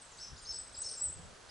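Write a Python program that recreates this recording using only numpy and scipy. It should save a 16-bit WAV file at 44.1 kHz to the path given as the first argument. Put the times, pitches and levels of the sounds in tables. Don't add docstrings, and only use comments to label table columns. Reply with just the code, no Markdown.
import sys
import numpy as np
from scipy import signal
from scipy.fft import rfft, irfft
from scipy.io import wavfile
from scipy.ndimage import uniform_filter1d

SR = 44100
rng = np.random.default_rng(int(sys.argv[2]) if len(sys.argv) > 2 else 0)


def volts(x):
    e = np.asarray(x, float) / 20
    return 10 ** e


def master(y):
    cut = np.clip(np.atleast_2d(y).T, -1, 1)
    pcm = np.round(cut * 32767)
    wavfile.write(sys.argv[1], SR, pcm.astype(np.int16))


N = 66150

# (start [s], length [s], top pitch [Hz], level [dB])
LONG_CHIRPS = [
    (.450, .078, 5450, -43),
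    (.827, .074, 5460, -42),
]
# (start [s], length [s], top pitch [Hz], level [dB])
UPPER_CHIRPS = [
    (.196, .056, 6200, -52),
    (.464, .050, 6560, -51),
    (.846, .045, 6400, -56),
]
# (start [s], length [s], top pitch [Hz], level [dB])
SHORT_CHIRPS = [
    (.360, .024, 5150, -53),
    (.373, .028, 7250, -55),
    (.738, .023, 5250, -47),
    (1.486, .027, 5200, -50),
    (.169, .021, 6550, -54),
    (.437, .023, 6600, -54),
    (.810, .032, 6950, -57),
    (.918, .032, 5450, -54),
    (.876, .030, 5900, -55),
]
# (start [s], length [s], first pitch [Hz], last pitch [Hz], level [dB])
GLIDING_WHISTLES = [(.012, .022, 8500, 7950, -58), (.032, .030, 7950, 7550, -63),
                    (.113, .013, 7550, 6950, -60), (.122, .015, 7150, 5500, -59),
                    (.170, .026, 8150, 7880, -57), (.194, .062, 7850, 7680, -63),
                    (.418, .020, 8620, 8500, -56), (.770, .010, 5600, 5800, -60),
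                    (.838, .012, 5500, 5750, -53), (.828, .016, 8100, 7450, -53),
                    (.724, .016, 8200, 8250, -60), (.875, .015, 9100, 9250, -59),
                    (.886, .012, 8950, 8750, -54), (.814, .010, 5600, 5800, -56),
                    (.896, .035, 8550, 8480, -47), (.884, .012, 7800, 8000, -54),
                    (.938, .030, 8250, 8050, -53), (.960, .010, 6750, 6700, -59)]
# (start [s], length [s], first pitch [Hz], last pitch [Hz], level [dB])
HOARSE_NOTES = [
    (.876, .075, 9150, 9000, -56),
    (.882, .075, 8750, 8350, -52),
    (.815, .060, 6300, 5700, -53),
    (.860, .090, 6500, 5500, -54),
]
# (time [s], pitch [Hz],
# level [dB])
CONTOUR_CALLS = [
    [(.182, 3300, -57), (.190, 4750, -55), (.202, 5220, -53), (.220, 5370, -49), (.244, 5400, -49),
     (.252, 5150, -58), (.262, 4400, -66)],
    [(.520, 8100, -56), (.526, 8020, -51), (.545, 7870, -45.5), (.565, 7960, -55.5), (.588, 8070, -43),
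     (.603, 7950, -47.5), (.608, 7600, -60), (.614, 6700, -67)],
    [(.748, 7560, -64), (.770, 7570, -51), (.786, 7950, -44), (.800, 8080, -41), (.827, 8180, -42),
     (.833, 8200, -54), (.868, 8230, -52), (.876, 8200, -62)],
    [(.966, 7550, -59), (.973, 7555, -48), (1.001, 7580, -49.5), (1.017, 7850, -38.5), (1.043, 8110, -38.5),
     (1.065, 8050, -35), (1.082, 7850, -39), (1.087, 7400, -44), (1.094, 6500, -57)],
]
# (time [s], level [dB])
GUST_LEVEL = [(0.0, -74), (0.132, -62), (0.22, -60), (0.246, -68), (0.33, -44), (0.404, -59.5),
              (0.434, -78), (0.462, -63), (0.5, -56.5), (0.76, -65.5), (0.78, -70), (0.944, -70),
              (1.076, -47.5), (1.168, -50.5), (1.186, -47), (1.328, -50), (1.362, -65), (1.5, -56)]
# (time [s], peak level [dB], pitch [Hz])
PRESSURE_PUFFS = [(0.33, -45.5, 73.5), (.434, -52.5, 40), (0.513, -56, 50), (0.204, -56, 79),
                  (.710, -57, 56), (0.858, -53, 78.5), (.617, -54, 60), (0.788, -51, 69),
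                  (1.064, -48.5, 55), (1.098, -48.5, 90), (1.197, -46, 142), (1.234, -47, 126),
                  (1.310, -71, 71)]
# (time [s], level [dB])
DRONE_SWELL = [
    (0.0, -69.5),
    (0.036, -67),
    (0.434, -66.5),
    (0.534, -61),
    (0.684, -64),
    (0.888, -59),
    (1.5, -60.5),
]
# (frequency [Hz], density [dB per Hz])
HUM_SPECTRUM = [(30, -5), (106, -7), (400, -13), (1200, -6.5), (1600, -7.5), (2100, -13.5), (6000, -13.5),
                (11000, -22.5)]
# (frequency [Hz], correlation [0..1])
HUM_LIKENESS = [(60, 1), (300, 1), (1000, 0.51), (3000, 0.61), (8000, 0.83)]
# (frequency [Hz], left minus right [dB])
HUM_BALANCE = [(60, 3.5), (220, -1), (820, 2.5), (3030, -2), (11200, -2)]

TIME = np.arange(N) / SR
OPPOSED = np.array([[1], [-1]])
TREMBLE_PER_S = 110
NOTE_EDGE_S = .004
MICROPHONE_TOP_HZ = 11020


def rms_one(x):
    return x / np.sqrt(np.mean(x ** 2) + 1e-20)


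def drift(rate):
    r = np.exp(-2 * np.pi * rate / SR)
    noise = rng.standard_normal(N + 9000)
    return rms_one(signal.lfilter([1], [1, -2 * r, r * r], noise)[9000:])


def fade(t, length, edge_s):
    onset = np.sin(np.pi / 2 * np.clip(t / edge_s, 0, 1))
    release = np.sin(np.pi / 2 * np.clip((length - t) / edge_s, 0, 1))
    return onset * release


def whistle(hz, gain, wobble_hz):
    phase = 2 * np.pi * np.cumsum(hz + wobble_hz) / SR
    return np.sqrt(2) * gain * (np.sin(phase) + volts(-29) * np.sin(2 * phase))


def arched_chirps(rows, rise_hz, rise_s, fall_hz, fall_s, wobble):
    out = np.zeros(N)
    for start, length, top_hz, db in rows:
        t = np.clip(TIME - start, 0, length)
        sag = rise_hz * np.clip(1 - t / rise_s, 0, 1) ** 2.0
        sag = sag + fall_hz * np.clip(1 - (length - t) / fall_s, 0, 1) ** 2.0
        remaining = 1 - t / length
        level_db = db - 6 * sag / 1000 - 6 * remaining
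        gain = volts(level_db) * fade(t, length, NOTE_EDGE_S)
        out += whistle(top_hz - sag - 200 * remaining, gain, wobble)
    return out


def straight_glides(rows, edge_s, wobble):
    out = np.zeros(N)
    for start, length, first_hz, last_hz, db in rows:
        t = np.clip(TIME - start, 0, length)
        hz = first_hz + (last_hz - first_hz) * t / length
        out += whistle(hz, volts(db) * fade(t, length, edge_s), wobble)
    return out


def contour_calls(wobble):
    out = np.zeros(N)
    for rows in CONTOUR_CALLS:
        s, hz, db = np.transpose(rows)
        pitch = uniform_filter1d(np.interp(TIME, s, hz), size=200)
        gain = volts(np.interp(TIME, s, db)) * fade(TIME - s[0], s[-1] - s[0], NOTE_EDGE_S)
        out += whistle(pitch, gain, wobble)
    return out


def birds():
    wobble = 42 * drift(TREMBLE_PER_S)
    hoarse_wobble = 260 * drift(120)
    out = arched_chirps(LONG_CHIRPS, 1750, .024, 1750, .026, wobble)
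    out += arched_chirps(UPPER_CHIRPS, 1000, .022, 500, .035, wobble)
    out += arched_chirps(SHORT_CHIRPS, 2300, .010, 2200, .010, wobble)
    out += straight_glides(GLIDING_WHISTLES, NOTE_EDGE_S, wobble)
    out += straight_glides(HOARSE_NOTES, .015, hoarse_wobble)
    out += contour_calls(wobble)
    return out * volts(2.6 * drift(TREMBLE_PER_S))


def foliage(calls):
    low_t60_s, high_t60_s, build_s = .5, .34, .006
    t = np.arange(SR // 2 + SR // 4) / SR
    white = rng.standard_normal((2, len(t)))
    low = signal.sosfiltfilt(signal.butter(6, 6800, fs=SR, output="sos"), white)
    tail = low * volts(1.5 - 60 * t / low_t60_s) + (white - low) * volts(-60 * t / high_t60_s)
    tail = tail * (1 - np.exp(-t / build_s))
    mid, side = [signal.fftconvolve(calls, h / np.sqrt(np.sum(h ** 2)))[:N] for h in tail]
    stir_db = 1.8 * np.clip(drift(30), -3, 1)
    return volts(-1.5 + stir_db) * (mid + volts(-14) * side * OPPOSED)


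def wind():
    band = signal.butter(2, [40, 140], "band", fs=SR, output="sos")
    mid, side = rms_one(signal.sosfilt(band, rng.standard_normal((2, N + SR)))[:, SR:])
    gust = volts(np.interp(TIME, *np.transpose(GUST_LEVEL)) - 7.5)
    out = gust * (mid + 0.63 * side * OPPOSED)
    chance = rng.uniform(-0.79, 1, (len(PRESSURE_PUFFS), 2))
    for (s, db, hz), (turn, lean) in zip(PRESSURE_PUFFS, chance):
        cycles = (TIME - s) * hz
        bell = np.exp(-(cycles / 0.63) ** 2)
        puff = volts(db) * bell * np.cos(2 * np.pi * cycles + np.pi * turn)
        out = out + puff * (1 + 0.37 * lean * OPPOSED)
    return out


def drone():
    band = signal.butter(2, [352, 748], "band", fs=SR, output="sos")
    mid, side = rms_one(signal.sosfilt(band, rng.standard_normal((2, N))))
    swell = volts(np.interp(TIME, *np.transpose(DRONE_SWELL)) - 3.5)
    return swell * (mid + 0.72 * side * OPPOSED)


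def at_hz(points, hz):
    table = np.array(points)
    return np.interp(np.log(hz), np.log(table[:, 0]), table[:, 1])


def hum():
    hz = np.maximum(np.fft.rfftfreq(N, 1 / SR), 20)
    mid, side = rfft(rng.standard_normal((2, N)))
    alike = np.clip(at_hz(HUM_LIKENESS, hz), 0, 1)
    lean_db = at_hz(HUM_BALANCE, hz) / 2
    pair = np.sqrt(1 + alike) * mid + np.sqrt(1 - alike) * side * OPPOSED
    pair = pair * volts(at_hz(HUM_SPECTRUM, hz) + lean_db * OPPOSED)
    out = irfft(pair * (hz < MICROPHONE_TOP_HZ), N)
    return volts(-57.5) * out / np.sqrt(np.mean(out.mean(axis=0) ** 2))


def scene():
    calls = birds()
    tree = (calls + foliage(calls)) * volts(1.3 / 2 * OPPOSED)
    return tree + hum() + wind() + drone()


def roll_off(x):
    return signal.sosfilt(signal.butter(12, 11810, fs=SR, output="sos"), x)


def record(dry):
    low_pass = signal.ellip(14, .3, 80, MICROPHONE_TOP_HZ, fs=SR, output="sos")
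    mix = signal.sosfilt(low_pass, dry)
    return roll_off(mix)


dry = scene()
out = record(dry)
master(out)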